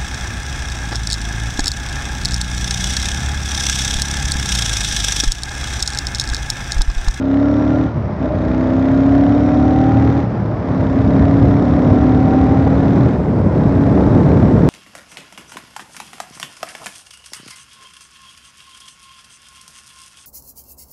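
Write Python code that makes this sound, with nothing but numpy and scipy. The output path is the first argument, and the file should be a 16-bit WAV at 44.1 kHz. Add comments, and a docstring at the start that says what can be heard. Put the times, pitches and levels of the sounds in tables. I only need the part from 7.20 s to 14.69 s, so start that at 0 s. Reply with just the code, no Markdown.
"""Twin-cylinder motorcycle, three upshifts.

A hard pull through four gears, heard from the rider's seat. Exhaust orders thump and growl through
the pipe resonances, the airbox honks under throttle, each firing barks, rasps and ticks, and the
gear teeth whine. Wind buffets the microphone more and more as the speed builds."""
import sys
import numpy as np
from scipy import signal
from scipy.fft import rfft, irfft
from scipy.io import wavfile

SR = 44100
rng = np.random.default_rng(int(sys.argv[2]) if len(sys.argv) > 2 else 0)


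def generate_wav(sig):
    """Save sig (samples, or channels by samples) to the path in sys.argv[1] as 16-bit PCM at SR."""
    pcm = np.round(np.clip(np.atleast_2d(sig).T, -1, 1) * 32767).astype(np.int16)
    wavfile.write(sys.argv[1], SR, pcm)


N = 330294
TIME_S = np.arange(N) / SR
BINS_HZ = np.fft.rfftfreq(N, 1 / SR)


def amp(db):
    """Decibels to gain."""
    return 10 ** (np.asarray(db) / 20)


def unit(x):
    """Scale to rms 1."""
    return x / np.sqrt(np.mean(x ** 2) + 1e-20)


def db_at(spectrum, hz):
    """Level of a spectrum table, interpolated over log frequency."""
    table_hz, db = np.transpose(spectrum)
    return np.interp(np.log(hz + 1), np.log(table_hz), db)


def noise(spectrum):
    """Noise of a given spectral shape, rms 1."""
    return unit(irfft(rfft(rng.standard_normal(N)) * amp(db_at(spectrum, BINS_HZ)), N))


def wander(hz):
    """Random drift up to about hz, rms 1."""
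    return unit(irfft(rfft(rng.standard_normal(N)) / (1 + (BINS_HZ / hz) ** 4), N))


def fuzz(cycles, width_hz):
    """Narrow noise band around a tone, rms 1."""
    phase = 2 * np.pi * cycles
    return wander(width_hz) * np.cos(phase) + wander(width_hz) * np.sin(phase)


def pulse(age):
    """Quick rise to 1 at age 1, slower fall."""
    age = np.maximum(age, 0)
    return age * np.exp(1 - age)


def burst(cycles, at_cycles, rise_cycles):
    """One pulse a cycle."""
    return pulse((cycles - at_cycles) % 1 / rise_cycles)


# Per gear: clutch bites t/s, clutch pulled t/s; cycle rate low, top, mid-pull bow, shift hang, all f/Hz
PULLS = [(0, .67, 33.11, 37.9, .53, 0), (1.17, 3.02, 30.72, 39.65, .1, .43),
         (3.55, 5.89, 32.86, 39.81, .09, .47), (6.45, 7.6, 34.5, 36.7, .25, 1.2)]

def revs():
    """Four-stroke cycle rate in Hz: a near-straight climb in each gear, an easy fall to the next."""
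    cycle_hz, last_pulled_s, last_top_hz = np.zeros(N), -1, PULLS[0][2]
    for bites_s, pulled_s, low_hz, top_hz, bow_hz, hang_hz in PULLS:
        fall = np.clip((TIME_S - last_pulled_s) / (bites_s - last_pulled_s), 0, 1)
        climb = np.clip((TIME_S - bites_s) / (pulled_s - bites_s), 0, 1)
        shift_hz = (last_top_hz - low_hz) * np.cos(np.pi / 2 * fall) ** 2 + hang_hz * np.sin(np.pi * fall)
        climb_hz = (top_hz - low_hz) * climb + bow_hz * np.sin(np.pi * climb)
        cycle_hz = np.where(TIME_S >= last_pulled_s, low_hz + shift_hz + climb_hz, cycle_hz)
        last_pulled_s, last_top_hz = pulled_s, top_hz
    return cycle_hz


# Throttle per gear: opens t/s, roll-on/s, closes t/s, closing time/s
THROTTLE = [(-.05, 0.17, 0.628, 0.052), (1.115, 0.25, 2.995, 0.044), (3.43, 0.23, 5.86, 0.1),
            (6.29, 0.43, 8.15, .05)]

def throttle(twist=.37, twist_s=.022, blip_at_s=1.048, blip_half_s=.048):
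    """Opening 0-1: quick twist, slow roll toward full, close; one blip in the first shift."""
    opening = .55 * np.exp(-((TIME_S - blip_at_s) / blip_half_s) ** 4)
    for opens_s, roll_s, closes_s, closing_s in THROTTLE:
        age_s = np.maximum(TIME_S - opens_s, 0)
        rise = twist * (1 - np.exp(-age_s / twist_s)) + (1 - twist) * (1 - np.exp(-age_s / roll_s))
        fall = np.exp(-(np.maximum(TIME_S - closes_s, 0) / closing_s) ** 1.9)
        opening = np.maximum(opening, rise * fall)
    return opening


# Per gear: load/dB, airbox order 7/dB, airbox order 8/dB, teeth per cycle, whine/dB, metallic edge/dB
GEAR_SOUND = [(-.5, -14, -10.5, 20.45, -48, 2.5), (0, -11.4, -10.1, 20.47, -21.6, 1),
              (-1, -10.8, -14.3, 20.45, -26, -.7), (-1.7, -14.3, -15.3, 24.36, -26, -.5)]

def engaged_gear(shift_s=.2):
    """Gear settings per sample; the next gear drops in shift_s after the clutch is pulled."""
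    changes_s = [pulled_s + shift_s for _, pulled_s, *_ in PULLS[:-1]]
    return np.array(GEAR_SOUND)[np.searchsorted(changes_s, TIME_S)].T


def road_speed(cycle_hz):
    """Road speed in dB re its top: grows as the revs rise, holds as they fall."""
    gained_db = np.cumsum(np.maximum(np.gradient(20 * np.log10(cycle_hz)), 0))
    return gained_db - gained_db[-1]


# Gusts and lulls: t/s, half length/s, level/dB
GUSTS = [(0, 0.3, -22), (0.716, .03, -5), (0.77, 0.024, 3.5), (1.6, 0.31, -1), (2.76, 0.05, 2.5),
         (2.882, .04, 2.5), (3.192, 0.41, -2.5), (3.77, 0.029, -2), (3.903, 0.22, 2), (4.203, 0.17, 2),
         (4.694, 0.081, 2.5), (5.5, 0.22, 0), (5.95, 0.043, -4), (6.15, 0.28, -1.2), (6.262, 0.025, 3),
         (6.324, 0.039, -1.5), (6.933, 0.049, 1), (7.246, 0.21, -0.5)]

def headwind(road_db, level_db, power, by_gust):
    """Gain of a wind layer: a power of road speed, varied by gusts."""
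    gust_db = sum(db * np.exp(-((TIME_S - at_s) / half_s) ** 2) for at_s, half_s, db in GUSTS)
    return amp(level_db + power * road_db + by_gust * gust_db)


# Spectra of wind rumble, buffeting, high-speed roar and road rush: f/Hz, level/dB
RUMBLE = [(20, -38), (35, -19.5), (50, -7.5), (65, -0.5), (100, 1), (150, -2), (250, -12), (600, -49.5),
          (3000, -76)]
BUFFET = [(20, -46.5), (50, -21), (80, -8), (120, -3.5), (160, 0.5), (220, -2), (320, -6), (450, -9.5),
          (700, -16), (1200, -37), (3000, -66.5)]
ROAR = [(50, -31), (110, -6), (165, 5.5), (230, -5), (300, -16.5), (390, -0.5), (520, -9), (800, -28),
        (3000, -54.5)]
RUSH = [(60, -6), (300, 10), (500, 2), (610, 5), (700, 6), (1000, 3.5), (1400, -3), (2000, -9.5),
        (2800, -21.5), (4000, -28.5), (5200, -25.5), (6000, -33), (7200, -47), (8500, -55)]

def wind(road_db, load_db, lumps_db=1.3, flicker_db=.6):
    """Eddies shake the microphone over a rush of air and driven tyres; a roar breaks out at top speed."""
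    eddies = wander(38)
    rumble = noise(RUMBLE)
    buffet = unit(noise(BUFFET) * amp(lumps_db * eddies))
    roar = noise(ROAR)
    rush = unit(noise(RUSH) * amp(flicker_db * (eddies + wander(120)))) * amp(.21 * load_db)
    return (rumble * headwind(road_db, level_db=-15.8, power=1.76, by_gust=2.2)
            + buffet * headwind(road_db, level_db=-13, power=3.2, by_gust=.9)
            + roar * headwind(road_db, level_db=-19, power=9.7, by_gust=.3)
            + rush * headwind(road_db, level_db=-25.5, power=.56, by_gust=.15))


# Knocks: t/s, level/dB
KNOCKS = [(5.885, -12.5), (7.099, -21), (7.265, -20)]
# Knock spectrum: f/Hz, level/dB
KNOCK_SPECTRUM = [(100, -3), (350, 8), (650, 1), (1100, -15), (2500, -29.5), (8000, -52.5)]

def knocks(rise_s=.0026):
    """Short dull knocks stand out of the wind at speed."""
    return sum(amp(db) * pulse((TIME_S - at_s) / rise_s) for at_s, db in KNOCKS) * noise(KNOCK_SPECTRUM)


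def whistle(cycles, cycle_hz, order, width_hz, centre_hz, reach_hz):
    """A thin fuzzy tone follows the revs and swells as it crosses a casing resonance."""
    return fuzz(order * cycles, width_hz) / np.hypot(1, (order * cycle_hz - centre_hz) / reach_hz)


def casing(cycles, cycle_hz, drive_db, ring_hz=1400):
    """The engine casing rings and sings faintly, with a hissy tone far above."""
    ring = fuzz(ring_hz * TIME_S, width_hz=30)
    sing = whistle(cycles, cycle_hz, order=37.15, width_hz=6.8, centre_hz=ring_hz, reach_hz=60)
    hiss = whistle(cycles, cycle_hz, order=154, width_hz=310, centre_hz=5550, reach_hz=190)
    return amp(drive_db) * (amp(-47) * ring + amp(-46) * sing + amp(-61) * hiss)


# Gearbox resonances: f/Hz, level/dB
GEARBOX = [(620, -7), (660, -7), (688, -14), (720, -6), (738, -9), (752, -5), (769, -.5), (782, -1.5),
           (793, -10), (812, -12.5), (860, -11), (900, -14)]

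def gear_whine(cycles, cycle_hz, opening, teeth, whine_db, flutter_db=1, waver_rad=.15):
    """Meshing teeth whine under load, throb once a cycle and swell across the gearbox resonances."""
    level_db = whine_db + db_at(GEARBOX, teeth * cycle_hz) + flutter_db * wander(12)
    torque = 1 + .4 * np.cos(2 * np.pi * cycles)
    mesh = np.sin(2 * np.pi * teeth * cycles + waver_rad * wander(41))
    return np.sqrt(2 * opening) * torque * amp(level_db) * mesh


# Metal tick spectrum: f/Hz, level/dB
TICK = [(300, -10), (1000, -4.5), (1800, 10.5), (2700, 1), (3800, -1.5), (5000, -12.5), (6500, -17.5),
        (8500, -30.5)]

def valve_clatter(cycles, level_db=-56.5, uneven_db=1.5):
    """The valve gear taps lightly eight times a cycle, throttle open or shut."""
    taps = burst(8 * cycles, 0, .23) * amp(-uneven_db * wander(90))
    return amp(level_db) * unit(taps) * noise(TICK)


SECOND_FIRING_CYCLES = .625  # lag of the second cylinder

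def head_ticks(cycles, load_db, level_db=-45, width_cycles=.055, uneven_db=1):
    """Sharp metallic knocks from the cylinder head, one cylinder louder."""
    first, second = (np.exp(-abs((cycles - at + .5) % 1 - .5) / width_cycles)
                     for at in (0, SECOND_FIRING_CYCLES))
    taps = (first + .55 * second) * amp(uneven_db * wander(40))
    return amp(level_db + .9 * load_db) * unit(taps) * noise(TICK)


# Valve gas spectrum: f/Hz, level/dB
RASP = [(100, -28), (300, 3.5), (480, -1), (610, 4), (720, -2), (1000, -4), (1400, 0), (1900, 0.5),
        (2800, -18), (3700, -9), (4800, -23), (5600, -18.5), (6500, -23), (7700, -29), (8500, -45)]

def valve_rasp(cycles, load_db, level_db=-39, steady=.45, rise_cycles=.11, lead_cycles=.12):
    """Gas hisses through the valves in puffs that start just ahead of each head tick."""
    first, second = (burst(cycles + lead_cycles, at, rise_cycles) for at in (0, SECOND_FIRING_CYCLES))
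    return amp(level_db + load_db) * unit(steady + first + .32 * second) * noise(RASP)


# Firing bark spectrum: f/Hz, level/dB
BARK = [(300, -28), (550, -10), (750, 13), (950, -1), (1200, 9.5), (1390, 1.5), (1600, -9), (1900, -9.5),
        (2400, -4), (3500, -28.5)]

def firings(cycles, drive_db, level_db=-38.5, lead_cycles=.0606, jitter_cycles=.0004, decay_s=.006):
    """Two unevenly spaced pulses a cycle ring the same metalwork: a hard bark."""
    crank = cycles + lead_cycles + jitter_cycles * wander(38)
    pulses = np.zeros(N)
    for at, size in ((0, 1), (SECOND_FIRING_CYCLES, .8)):
        pulses[1:] += size * (np.diff(np.floor(crank - at)) > 0)
    ring = noise(BARK)[:2048] * np.exp(-TIME_S[:2048] / decay_s)
    bark = signal.oaconvolve(pulses, ring)[:N]
    bark = signal.sosfilt(signal.butter(4, 3000, fs=SR, output="sos"), bark)
    return amp(level_db + drive_db) * unit(bark)


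GAS_PULSE_CYCLES, SECOND_PULSE_GAIN = (.53, .86), .72

def intake(cycles, cycle_hz, load_db, ring_hz=603.5, reach_hz=14, steady=.69, rise_cycles=.07):
    """Drawn air pulses in one resonance, more as order 17 crosses it; one gulp as the throttle reopens."""
    gulp_at_s, gulp_rise_s = 1.045, .049
    crossing = 1 / (1 + ((17 * cycle_hz - ring_hz) / reach_hz) ** 2)
    flow = amp(-36.5 + .14 * load_db + 5.5 * crossing)
    gulp = amp(-26.5) * pulse((TIME_S - gulp_at_s) / gulp_rise_s)
    first, second = (burst(cycles, at - rise_cycles, rise_cycles) for at in GAS_PULSE_CYCLES)
    draws = unit(steady + first + SECOND_PULSE_GAIN * second)
    return (flow + gulp) * draws * fuzz(ring_hz * TIME_S, width_hz=27)


def choke_db(cycle_hz, onset_hz=37.56, db_per_hz=-2.5):
    """Gas flow lost near top revs."""
    return db_per_hz * np.maximum(cycle_hz - onset_hz, 0)


# Airbox resonance: f/Hz, level/dB
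AIRBOX = [(220, -27), (238, -17), (247, -10), (256, -5), (267, -2.8), (277, 0), (288, -2.5), (296, -6),
          (305, -8), (320, -12)]

def airbox(cycles, cycle_hz, opening, road_db, seventh_db, eighth_db, level_db=-.5):
    """The airbox honks as orders 7 and 8 pass its resonance; strong wind makes it flutter."""
    ring = sum(amp(db + db_at(AIRBOX, order * cycle_hz)) * np.cos(2 * np.pi * order * (cycles + .5))
               for order, db in ((7, seventh_db), (8, eighth_db)))
    flutter_db = .3 + amp(3.7 * road_db)
    honk_db = level_db + choke_db(cycle_hz) + flutter_db * wander(19)
    return np.sqrt(2) * opening ** 1.05 * amp(honk_db) * ring


# Pipe resonances: f/Hz, level/dB
PIPE = [(62, -4), (74, 0), (94, -1), (106, -1), (116, 3.5), (128, -2), (158, 2), (180, 1.5), (238, -0.5),
        (280, 10), (325, 5.5), (360, -7.5), (400, -1.5), (440, 1.8), (470, -4.5), (500, -5.5), (545, 6.5),
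        (580, 1.5), (615, 8), (635, 4), (660, -6.5), (760, -4), (1000, -6)]
# High exhaust orders: multiple of cycle rate, level/dB
GROWL = [(9, -38), (10, -30), (11, -35), (12, -42.5), (13, -34.5), (14, -36.5), (15, -37), (16, -44),
         (17, -36.5), (18, -37), (19, -41.5), (20, -42), (21, -42), (22, -48), (23, -47), (24, -45),
         (27, -48)]

def exhaust_growl(cycles, cycle_hz, load_db, level_db=1.35, flutter_db=1, fade_db=4):
    """Two gas pulses a cycle ring the pipes, fading near top revs and as the wind carries them back."""
    lag_cycles, lag_below_order = .3, 13.5  # low orders ring on and arrive later
    first_at, second_at = GAS_PULSE_CYCLES
    growl = np.zeros(N)
    for order, db in GROWL:
        spin = -2j * np.pi * order
        pair = np.exp(spin * first_at) + SECOND_PULSE_GAIN * np.exp(spin * second_at)
        phase = 2 * np.pi * (order * cycles - lag_cycles * min(order, lag_below_order)) + np.angle(pair)
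        order_db = db + db_at(PIPE, order * cycle_hz) + flutter_db * wander(5)
        growl += np.sqrt(2) * amp(order_db) * np.cos(phase)
    return amp(level_db + load_db + .76 * choke_db(cycle_hz) - fade_db * TIME_S / TIME_S[-1]) * growl


# Low exhaust orders: multiple of cycle rate, level/dB
THUMP = [(1, -47.5), (2, -24), (3, -21.5), (4, -30), (5, -31), (6, -26.5)]

def exhaust_thump(cycles, cycle_hz, drive_db, level_db=-1.5, flutter_db=1.86):
    """Low orders glide through the pipe resonances and keep thumping with the throttle shut."""
    thump = np.zeros(N)
    for order, db in THUMP:
        order_db = db + db_at(PIPE, order * cycle_hz) + flutter_db * wander(14)
        phase = 2 * np.pi * (order * cycles + rng.random())  # scrambled by pipe echoes
        thump += np.sqrt(2) * amp(order_db) * np.cos(phase)
    return amp(level_db + drive_db) * thump


def scene(coast_db=-12.5, start_cycles=.15):
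    """Throttle and crankshaft drive the engine layers; road speed drives the wind."""
    effort_db, seventh_db, eighth_db, teeth, whine_db, edge_db = engaged_gear()
    cycle_hz, opening = revs(), throttle()
    load_db = 20 * np.log10(amp(coast_db) * (1 - opening) + amp(effort_db) * opening)
    revs_db = 20 * np.log10(cycle_hz / cycle_hz.mean())
    road_db = road_speed(cycle_hz)
    cycles = start_cycles + np.cumsum(cycle_hz) / SR + .002 * wander(12)
    mix = exhaust_thump(cycles, cycle_hz, drive_db=.5 * load_db + .61 * revs_db)
    mix += airbox(cycles, cycle_hz, opening, road_db, seventh_db, eighth_db)
    mix += exhaust_growl(cycles, cycle_hz, load_db)
    mix += intake(cycles, cycle_hz, load_db)
    mix += firings(cycles, drive_db=load_db + edge_db + 1.4 * revs_db)
    mix += valve_rasp(cycles, load_db) + head_ticks(cycles, load_db) + valve_clatter(cycles)
    mix += gear_whine(cycles, cycle_hz, opening, teeth, whine_db)
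    mix += casing(cycles, cycle_hz, drive_db=load_db + edge_db - .5 * road_db)
    mix += knocks() + wind(road_db, load_db)
    return mix[None]


def record(dry, highpass_hz=30, lowpass_hz=8700):
    """The microphone sheds the deepest bass, rounds off the loudest gusts and cuts the top treble."""
    lean = signal.sosfilt(signal.butter(2, highpass_hz, "highpass", fs=SR, output="sos"), dry)
    rounded = lean / (1 + lean ** 8) ** (1 / 8)
    lowpass = signal.firwin(511, lowpass_hz, window=("kaiser", 9), fs=SR)
    return signal.oaconvolve(rounded, lowpass[None], "same")


dry = scene()
out = record(dry)
generate_wav(out)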